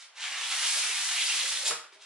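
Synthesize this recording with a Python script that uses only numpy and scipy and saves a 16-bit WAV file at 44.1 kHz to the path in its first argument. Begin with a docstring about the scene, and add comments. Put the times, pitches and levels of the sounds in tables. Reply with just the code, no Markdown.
"""Foam panel pulled from a cardboard box

A foam panel is pulled out of a long cardboard box in a small, hard-walled room.
Countless tiny slips, drawn as random clicks and filtered, make the card rasp and hiss.
The panel's end catches as it leaves; the empty box knocks and booms through decaying modes.
Hands rustle before and after, as filtered slips; a fingertip taps the panel with a noise burst.
"""
import sys
import numpy as np
from scipy import signal
from scipy.fft import rfft, irfft
from scipy.io import wavfile
from scipy.ndimage import uniform_filter1d

SR = 44100
rng = np.random.default_rng(int(sys.argv[2]) if len(sys.argv) > 2 else 0)


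def log_audio(samples):
    """Write samples as a 16-bit WAV file to the path given in sys.argv[1]."""
    # one column per channel
    frames = np.atleast_2d(samples).T
    # limit to full scale, then quantise
    limited = np.clip(frames, -1, 1)
    pcm = np.round(limited * 32767).astype(np.int16)
    wavfile.write(sys.argv[1], SR, pcm)


N = 90404
TIME_S = np.arange(N) / SR

# Spectra are relative: colour() scales each filter to unit energy.
# Room tone spectrum: freq_hz, level_db (per Hz)
FLOOR_SPECTRUM = [(30, -9), (100, -3), (200, -21), (400, 11), (900, 24.5), (3000, 19.5), (11000, 2)]
FLOOR_DB = -61

# Room decay: freq_hz, t60_s
ROOM_DECAY = [(100, 0.3), (350, 0.38), (1000, 0.36), (2500, 0.45), (5000, 0.36), (11000, 0.31)]
# Likeness of the room sound at the two microphones: freq_hz, correlation (-1..1)
MIC_LIKENESS = [(100, 0.99), (350, 0.87), (700, 0.67), (1400, 0.63), (2600, 0.67), (4000, 0.055),
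                (6500, -0.61), (11000, -0.08)]
ROOM_DB, ECHO_DB, ECHO_REACH_S = -0.5, -9, .016
BODY_ROOM_DB = -6  # the box's low sounds are drier than the scrape

# Microphones and band limits
LEFT_LAG_S, LEFT_DB = .000024, -0.47
LOW_CUT_HZ, EDGE_HZ = 160, 11040

# Modes of the hollow box: freq_hz, level_db, t60_s
BOX_MODES = [(297, -13, 0.093), (405, -2, 0.14), (617, 4.5, 0.13), (750, -20, 0.075), (1130, -19, 0.079)]
BOX_TOP_HZ = 1480
BOX_RUB_DB, BOX_CATCH_DB = -13, -31.5  # ring relative to its drive

# Level of the box's hollow rub: time_s, level_db
HOLLOW_LEVELS = [(.15, -73), (.22, -66), (.35, -64.5), (.41, -60), (.47, -64), (.54, -60.5), (.62, -61.5),
                 (.68, -56), (.728, -74), (.76, -53), (.81, -62), (.86, -56), (.9, -63), (.93, -100),
                 (1.06, -85), (1.1, -64), (1.14, -78), (1.18, -66), (1.3, -61), (1.39, -72), (1.44, -53.5),
                 (1.5, -60), (1.55, -57.5), (1.62, -55.5), (1.7, -52), (1.73, -79)]
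# Hollow rub spectrum: freq_hz, level_db (per Hz)
HOLLOW_SPECTRUM = [(60, -34), (140, -16), (220, -12.5), (290, -9), (410, 3.5), (560, 11.5), (800, 1),
                   (2000, -31.5)]

# Groans of the box's wall under the foam: start_s, length_s, level_db, pitch_hz
WALL_GROANS = [(0.642, 0.038, -66, 300), (0.754, 0.032, -61, 270), (0.83, 0.033, -63, 265),
               (0.879, 0.041, -52.5, 439), (1.076, 0.036, -62, 368), (1.32, 0.05, -55.5, 289),
               (1.325, 0.065, -52.5, 511), (1.472, .04, -57, 467), (1.686, 0.045, -41.5, 405)]
GROAN_WAVER = .02  # rms share of the pitch

# Boom of the air in the box as the panel pops out: freq_hz, level_db, t60_s
AIR_MODES = [(136, -51.5, 0.18), (177, -51.5, 0.21)]
POP_S, POP_RISE_S = 1.711, 0.0059

# Hands shifting their grip: start_s, length_s, rub_level_db, squeak_level_db
HAND_RUSTLES = [(-.05, .12, -46, -55), (0.04, .035, -57, -67), (1.911, 0.068, -55.5, -73),
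                (1.978, 0.12, -51.5, -54.5), (2.016, 0.014, -66, -58)]
# Hand rub spectrum: freq_hz, level_db (per Hz)
RUSTLE_SPECTRUM = [(100, -43), (400, -36), (800, -17), (1500, -6), (3200, -5.5), (5500, -5), (8000, -10),
                   (11000, -15.5)]
SQUEAK_HZ, SQUEAK_WIDTH_HZ = 3160, 2000

# Fingertip tap on the panel, spectrum: freq_hz, level_db (per Hz)
TAP_SPECTRUM = [(100, -43), (400, 1.5), (900, -8), (1500, -1), (2800, -1), (5000, -7), (8000, -22),
                (11000, -18)]
TAP_S, TAP_DB = 1.923, -25

# Knocks on the box: start_s, crack_level_db, ring_level_db
BOX_KNOCKS = [(1.707, -3.5, -43.5), (1.718, -11, -54), (1.839, -22, -80), (1.961, -45, -60)]
# Knock crack spectrum: freq_hz, level_db (per Hz)
KNOCK_SPECTRUM = [(50, -82), (120, -23), (230, -12), (370, 6), (700, 4), (1350, 13.5), (2200, 4.5),
                  (4500, -2), (11000, -15)]
KNOCK_T60_S, KNOCK_RISE_S = 0.072, 0.0035

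# Panel's end catching on the box's lip: start_s, length_s, level_db
LIP_CATCHES = [(1.641, 0.055, -26.5), (1.675, .015, -23.5), (1.684, 0.036, -32.5)]
# Catch spectrum: freq_hz, level_db (per Hz)
CATCH_SPECTRUM = [(100, -94), (250, -61), (400, -21), (800, -2.5), (2000, -6.5), (3400, -3.5), (5000, 7.5),
                  (6000, 4), (7300, 8.5), (8300, 3.5), (11000, 1.5)]

# Foam snagging and letting go with a tick: start_s, level_db
FOAM_SNAGS = [(.592, -9), (.982, -8), (1.221, -6), (1.229, -9), (1.396, -4), (1.524, -6.5), (1.572, -4.5)]
# Snag spectrum: freq_hz, level_db (per Hz)
SNAG_SPECTRUM = [(200, -58), (700, -11), (2000, 1), (3500, 6.5), (5000, -3), (11000, -6.5)]
SNAG_T60_S, SNAG_RISE_S = 0.014, 0.0021

# Foam binding while the card sings: start_s, length_s, level_db, start_pitch_hz, end_pitch_hz
FOAM_BINDS = [(0.414, 0.055, -39, 2900, 3300), (0.493, 0.071, -38.5, 3500, 3340),
              (0.631, 0.07, -33, 3170, 2970), (0.809, 0.13, -39, 2650, 2430),
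              (1.154, 0.082, -30.5, 2700, 2500), (1.173, 0.076, -32.5, 3700, 3450),
              (1.247, 0.033, -32.5, 4570, 4870), (1.25, 0.088, -32.5, 2700, 3000),
              (1.344, 0.087, -34.5, 3070, 2860), (1.472, .11, -37.5, 3020, 3420),
              (1.654, .022, -29.5, 3520, 3480)]
BIND_WIDTH_HZ = 1220

# The long pull: time_s, rasp_level_db, hiss_level_db
PULL_LEVELS = [(.132, -70, -78), (.158, -48.5, -69), (.185, -39.5, -56), (.235, -32.5, -46),
               (.28, -37.5, -43.5), (.35, -36, -43), (.43, -34.5, -35.5), (.52, -32, -33),
               (.6, -32.5, -29.5), (.68, -31.5, -26), (.75, -33, -26.5), (.81, -31.5, -26.5),
               (.88, -34, -29.5), (.97, -33, -30.5), (1.05, -34, -29), (1.14, -32.5, -29.5),
               (1.2, -39, -29), (1.29, -34, -28), (1.37, -33.5, -28.5), (1.45, -35, -31), (1.49, -34, -28),
               (1.56, -39, -31.5), (1.63, -38.5, -33), (1.7, -39, -40), (1.73, -79, -70)]
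# Card rasp spectrum: freq_hz, level_db (per Hz)
RASP_SPECTRUM = [(60, -77), (200, -72), (400, -50), (590, -29.5), (700, -7), (1200, -3.5), (2000, 2.5),
                 (3200, 2.5), (4500, -2.5), (7000, -5), (11000, -16.5)]
# Foam hiss spectrum: freq_hz, level_db (per Hz)
HISS_SPECTRUM = [(100, -68), (600, -89), (2000, -27), (4000, -3.5), (5500, -3), (8000, -4.5), (11000, -6.5)]

SLIPS_PER_S, SLIP_SPREAD_DB, JUDDER_HZ = 9000, 2, 67.6
JUDDER_DB, HISS_JUDDER_DB = 1.92, 0.92  # the card judders more than the foam's fine hiss


def amp(db):
    """Decibels to gain."""
    return 10 ** (np.asarray(db) / 20)


def unit(x):
    """Scales to rms 1."""
    return x / np.sqrt(np.mean(x ** 2) + 1e-20)


def decay(t_s, t60_s):
    """Exponential decay, down 60 dB at t60."""
    return np.exp(-np.log(1000) * t_s / t60_s)


def read(points, hz):
    """Interpolates a table along log frequency."""
    table_hz, value = np.transpose(points)
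    return np.interp(np.log(hz + 1), np.log(table_hz + 1), value)


def level(time_s, db):
    """Gain curve through timed dB points, near silent outside them."""
    return amp(np.interp(TIME_S, time_s, db, left=-120, right=-120))


def colour(x, spectrum, size=4096):
    """Minimum-phase filter of unit energy with the given spectrum."""
    hz = abs(np.fft.fftfreq(size, 1 / SR))
    log_gain = np.log(amp(read(spectrum, hz)))
    response = np.exp(np.conj(signal.hilbert(log_gain)))
    taps = np.fft.ifft(response).real[:size // 2]
    return signal.fftconvolve(x, taps / np.linalg.norm(taps))[:N]


def resonate(x, hz, width_hz):
    """Resonance that may glide: shift to 0 Hz, smooth by a double pole, shift back; rms 1."""
    turn = np.exp(2j * np.pi * np.cumsum(hz * np.ones(N)) / SR)
    r = np.exp(-np.pi * width_hz / SR)
    shifted = np.diff(x, prepend=0) / turn
    smooth = signal.lfilter([1], [1, -2 * r, r * r], shifted)
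    return unit((turn * smooth).real)


def stroke(start_s, length_s, db, edge):
    """Envelope of a short rub: rise, hold, release; edge is the share taken by each slope."""
    u = (TIME_S - start_s) / length_s
    slope = np.clip(np.minimum(u, 1 - u) / edge, 0, 1)
    return amp(db) * np.sin(np.pi / 2 * slope) ** 2


def slips(judder_db=JUDDER_DB):
    """Friction: dense tiny clicks of uneven size, clumped by the judder of the foam."""
    low_pass = 1 + (np.fft.rfftfreq(N, 1 / SR) / JUDDER_HZ) ** 2
    judder = unit(irfft(rfft(rng.standard_normal(N)) / low_pass, N))
    size_db = SLIP_SPREAD_DB * np.minimum(rng.exponential(1, N), 4)
    size = amp(size_db) * rng.choice([-1, 1], N)
    hit = rng.random(N) < SLIPS_PER_S / SR
    return unit(size * hit * amp(judder_db * judder))


def clatter(start_s, db, rise_s, t60_s):
    """A brief noise burst of contacts, quick to rise and to die."""
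    t = np.maximum(TIME_S - start_s, 0)
    burst = np.minimum(t / rise_s, 1) * decay(t, t60_s) * rng.standard_normal(N)
    return amp(db) * burst / np.linalg.norm(burst)


def pair(a, b):
    """Two unrelated signals become a diffuse field at two close microphones."""
    same = np.clip(read(MIC_LIKENESS, np.fft.rfftfreq(len(a), 1 / SR)), -1, 1)
    mid = rfft(a) * np.sqrt((1 + same) / 2)
    side = rfft(b) * np.sqrt((1 - same) / 2)
    return irfft(np.array([mid + side, mid - side]), len(a))


def room_tone():
    """Steady diffuse noise of the room, faint."""
    a, b = [colour(rng.standard_normal(N), FLOOR_SPECTRUM) for _ in range(2)]
    return amp(FLOOR_DB) * pair(a, b)


def reflections(count=10, size=256):
    """One room response: a few early echoes and a noise tail whose decay depends on frequency."""
    t = TIME_S[:SR // 2]
    noise = rng.standard_normal(len(t)) * np.minimum(t / 0.011, 1)
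    hz, frame_s, bands = signal.stft(noise, SR, nperseg=size)
    bands = bands * decay(frame_s, read(ROOM_DECAY, hz)[:, None])
    tail = signal.istft(bands, SR, nperseg=size)[1][:len(t)]
    tail *= amp(ROOM_DB) / np.linalg.norm(tail)
    at = (rng.uniform(.002, ECHO_REACH_S, count) * SR).astype(int)
    tail[at] += amp(ECHO_DB) * rng.choice([-1, 1], count) / np.sqrt(count)
    return tail


def varied_room(x, count=36):
    """Many room responses crossfade in turn, for a rub spread over many points of the box."""
    out = np.zeros((2, N + SR))
    for k in range(count):
        away = TIME_S / TIME_S[-1] * (count - 1) - k
        near = np.flatnonzero(abs(away) < 1)
        part = (x * np.cos(np.pi / 2 * away))[None, near]
        wet = signal.fftconvolve(part, pair(reflections(), reflections()), axes=1)
        out[:, near[0]:near[0] + wet.shape[1]] += wet
    return out[:, :N]


def box(x):
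    """The hollow box rings in its decaying modes, softened by a low-pass."""
    t = TIME_S[:SR // 2]
    ring = sum(amp(db) * decay(t, t60_s) * np.cos(2 * np.pi * hz * t) for hz, db, t60_s in BOX_MODES)
    rung = signal.fftconvolve(x, ring)[:N]
    return signal.lfilter(*signal.butter(1, BOX_TOP_HZ, fs=SR), rung)


def hollow_rub():
    """Low hollow rub of the box, its level following a timed curve, with ringing modes."""
    rub = colour(slips() * level(*np.transpose(HOLLOW_LEVELS)), HOLLOW_SPECTRUM)
    return rub + amp(BOX_RUB_DB) * rub.std() * unit(box(rub))


def groans():
    """Slow stick-slip on the box's wall: short, wavering low tones."""
    out = np.zeros(N)
    for start_s, length_s, db, hz in WALL_GROANS:
        waver = unit(uniform_filter1d(rng.standard_normal(N), size=300))
        phase = 2 * np.pi * np.cumsum(hz * (1 + GROAN_WAVER * waver)) / SR
        out += np.sin(phase) * stroke(start_s, length_s, db, edge=0.5)
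    return out


def pop():
    """The air column of the emptied box swells and dies away."""
    t = np.maximum(TIME_S - POP_S, 0)
    boom = sum(amp(db) * decay(t, t60_s) * np.sin(2 * np.pi * hz * t) for hz, db, t60_s in AIR_MODES)
    return np.minimum(t / POP_RISE_S, 1) * boom


def rustles():
    """Soft rubs of hands on card and foam, with a grainy squeak where the fingers grip."""
    rub = sum(stroke(start_s, length_s, db, edge=0.41) for start_s, length_s, db, _ in HAND_RUSTLES)
    grip = sum(stroke(start_s, length_s, db, edge=0.33) for start_s, length_s, _, db in HAND_RUSTLES)
    squeak = grip * resonate(slips(), SQUEAK_HZ, SQUEAK_WIDTH_HZ)
    return colour(slips() * rub, RUSTLE_SPECTRUM) + squeak


def tap():
    """A light fingertip tap on the freed panel: one short, coloured burst."""
    return colour(clatter(TAP_S, TAP_DB, rise_s=.004, t60_s=0.037), TAP_SPECTRUM)


def knocks():
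    """Each knock is a clatter of card and a push on the box's modes."""
    crack, push = np.zeros(N), np.zeros(N)
    for start_s, crack_db, ring_db in BOX_KNOCKS:
        crack += clatter(start_s, crack_db, KNOCK_RISE_S, KNOCK_T60_S)
        push[round(start_s * SR)] += amp(ring_db)
    return colour(crack, KNOCK_SPECTRUM) + box(push)


def catches():
    """Bright bursts of friction on the lip, which also set the box ringing."""
    drive = slips(HISS_JUDDER_DB) * sum(stroke(*row, edge=0.36) for row in LIP_CATCHES)
    ring = amp(BOX_CATCH_DB) * drive.std() * unit(box(drive))
    return colour(drive, CATCH_SPECTRUM) + ring


def snags():
    """Short ticks, as bursts of contacts, that stand out of the scrape."""
    ticks = sum(clatter(start_s, db, SNAG_RISE_S, SNAG_T60_S) for start_s, db in FOAM_SNAGS)
    return colour(ticks, SNAG_SPECTRUM)


def binds():
    """Where the foam binds, its slips drive a broad, gliding resonance."""
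    out = np.zeros(N)
    for start_s, length_s, db, from_hz, to_hz in FOAM_BINDS:
        hz = np.interp(TIME_S, [start_s, start_s + length_s], [from_hz, to_hz])
        song = resonate(slips(), hz, BIND_WIDTH_HZ)
        out += song * stroke(start_s, length_s, db, edge=0.17)
    return out


def scrape():
    """The long pull: slips drive the card's rasp and the foam's hiss."""
    time_s, rasp_db, hiss_db = np.transpose(PULL_LEVELS)
    rasp = slips() * level(time_s, rasp_db)
    hiss = slips(HISS_JUDDER_DB) * level(time_s, hiss_db)
    return colour(rasp, RASP_SPECTRUM) + colour(hiss, HISS_SPECTRUM)


def scene():
    """All handling sounds, direct and through the room, over a faint room tone."""
    body = hollow_rub() + groans() + pop()
    surface = rustles() + tap() + knocks() + catches() + snags() + binds() + scrape()
    right = surface + body
    lag = np.exp(-2j * np.pi * np.fft.rfftfreq(N, 1 / SR) * LEFT_LAG_S)
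    left = irfft(rfft(right) * lag, N)
    wet = varied_room(surface + amp(BODY_ROOM_DB) * body)
    share = 1 / np.sqrt(1 + amp(ROOM_DB) ** 2 + amp(ECHO_DB) ** 2)  # offsets the room's added energy
    return share * (np.array([left, right]) + wet) + room_tone()


def record(dry):
    """The microphone's low cut, a slight channel imbalance and a steep band limit."""
    low_cut = signal.butter(2, LOW_CUT_HZ, "high", fs=SR, output="sos")
    thin = signal.sosfilt(low_cut, dry)
    taps = signal.firwin(1023, EDGE_HZ, window=("kaiser", 9), fs=SR)
    balance = np.array([[amp(LEFT_DB)], [1]])
    return signal.oaconvolve(thin * balance, taps[None], "same")


dry = scene()
out = record(dry)
log_audio(out)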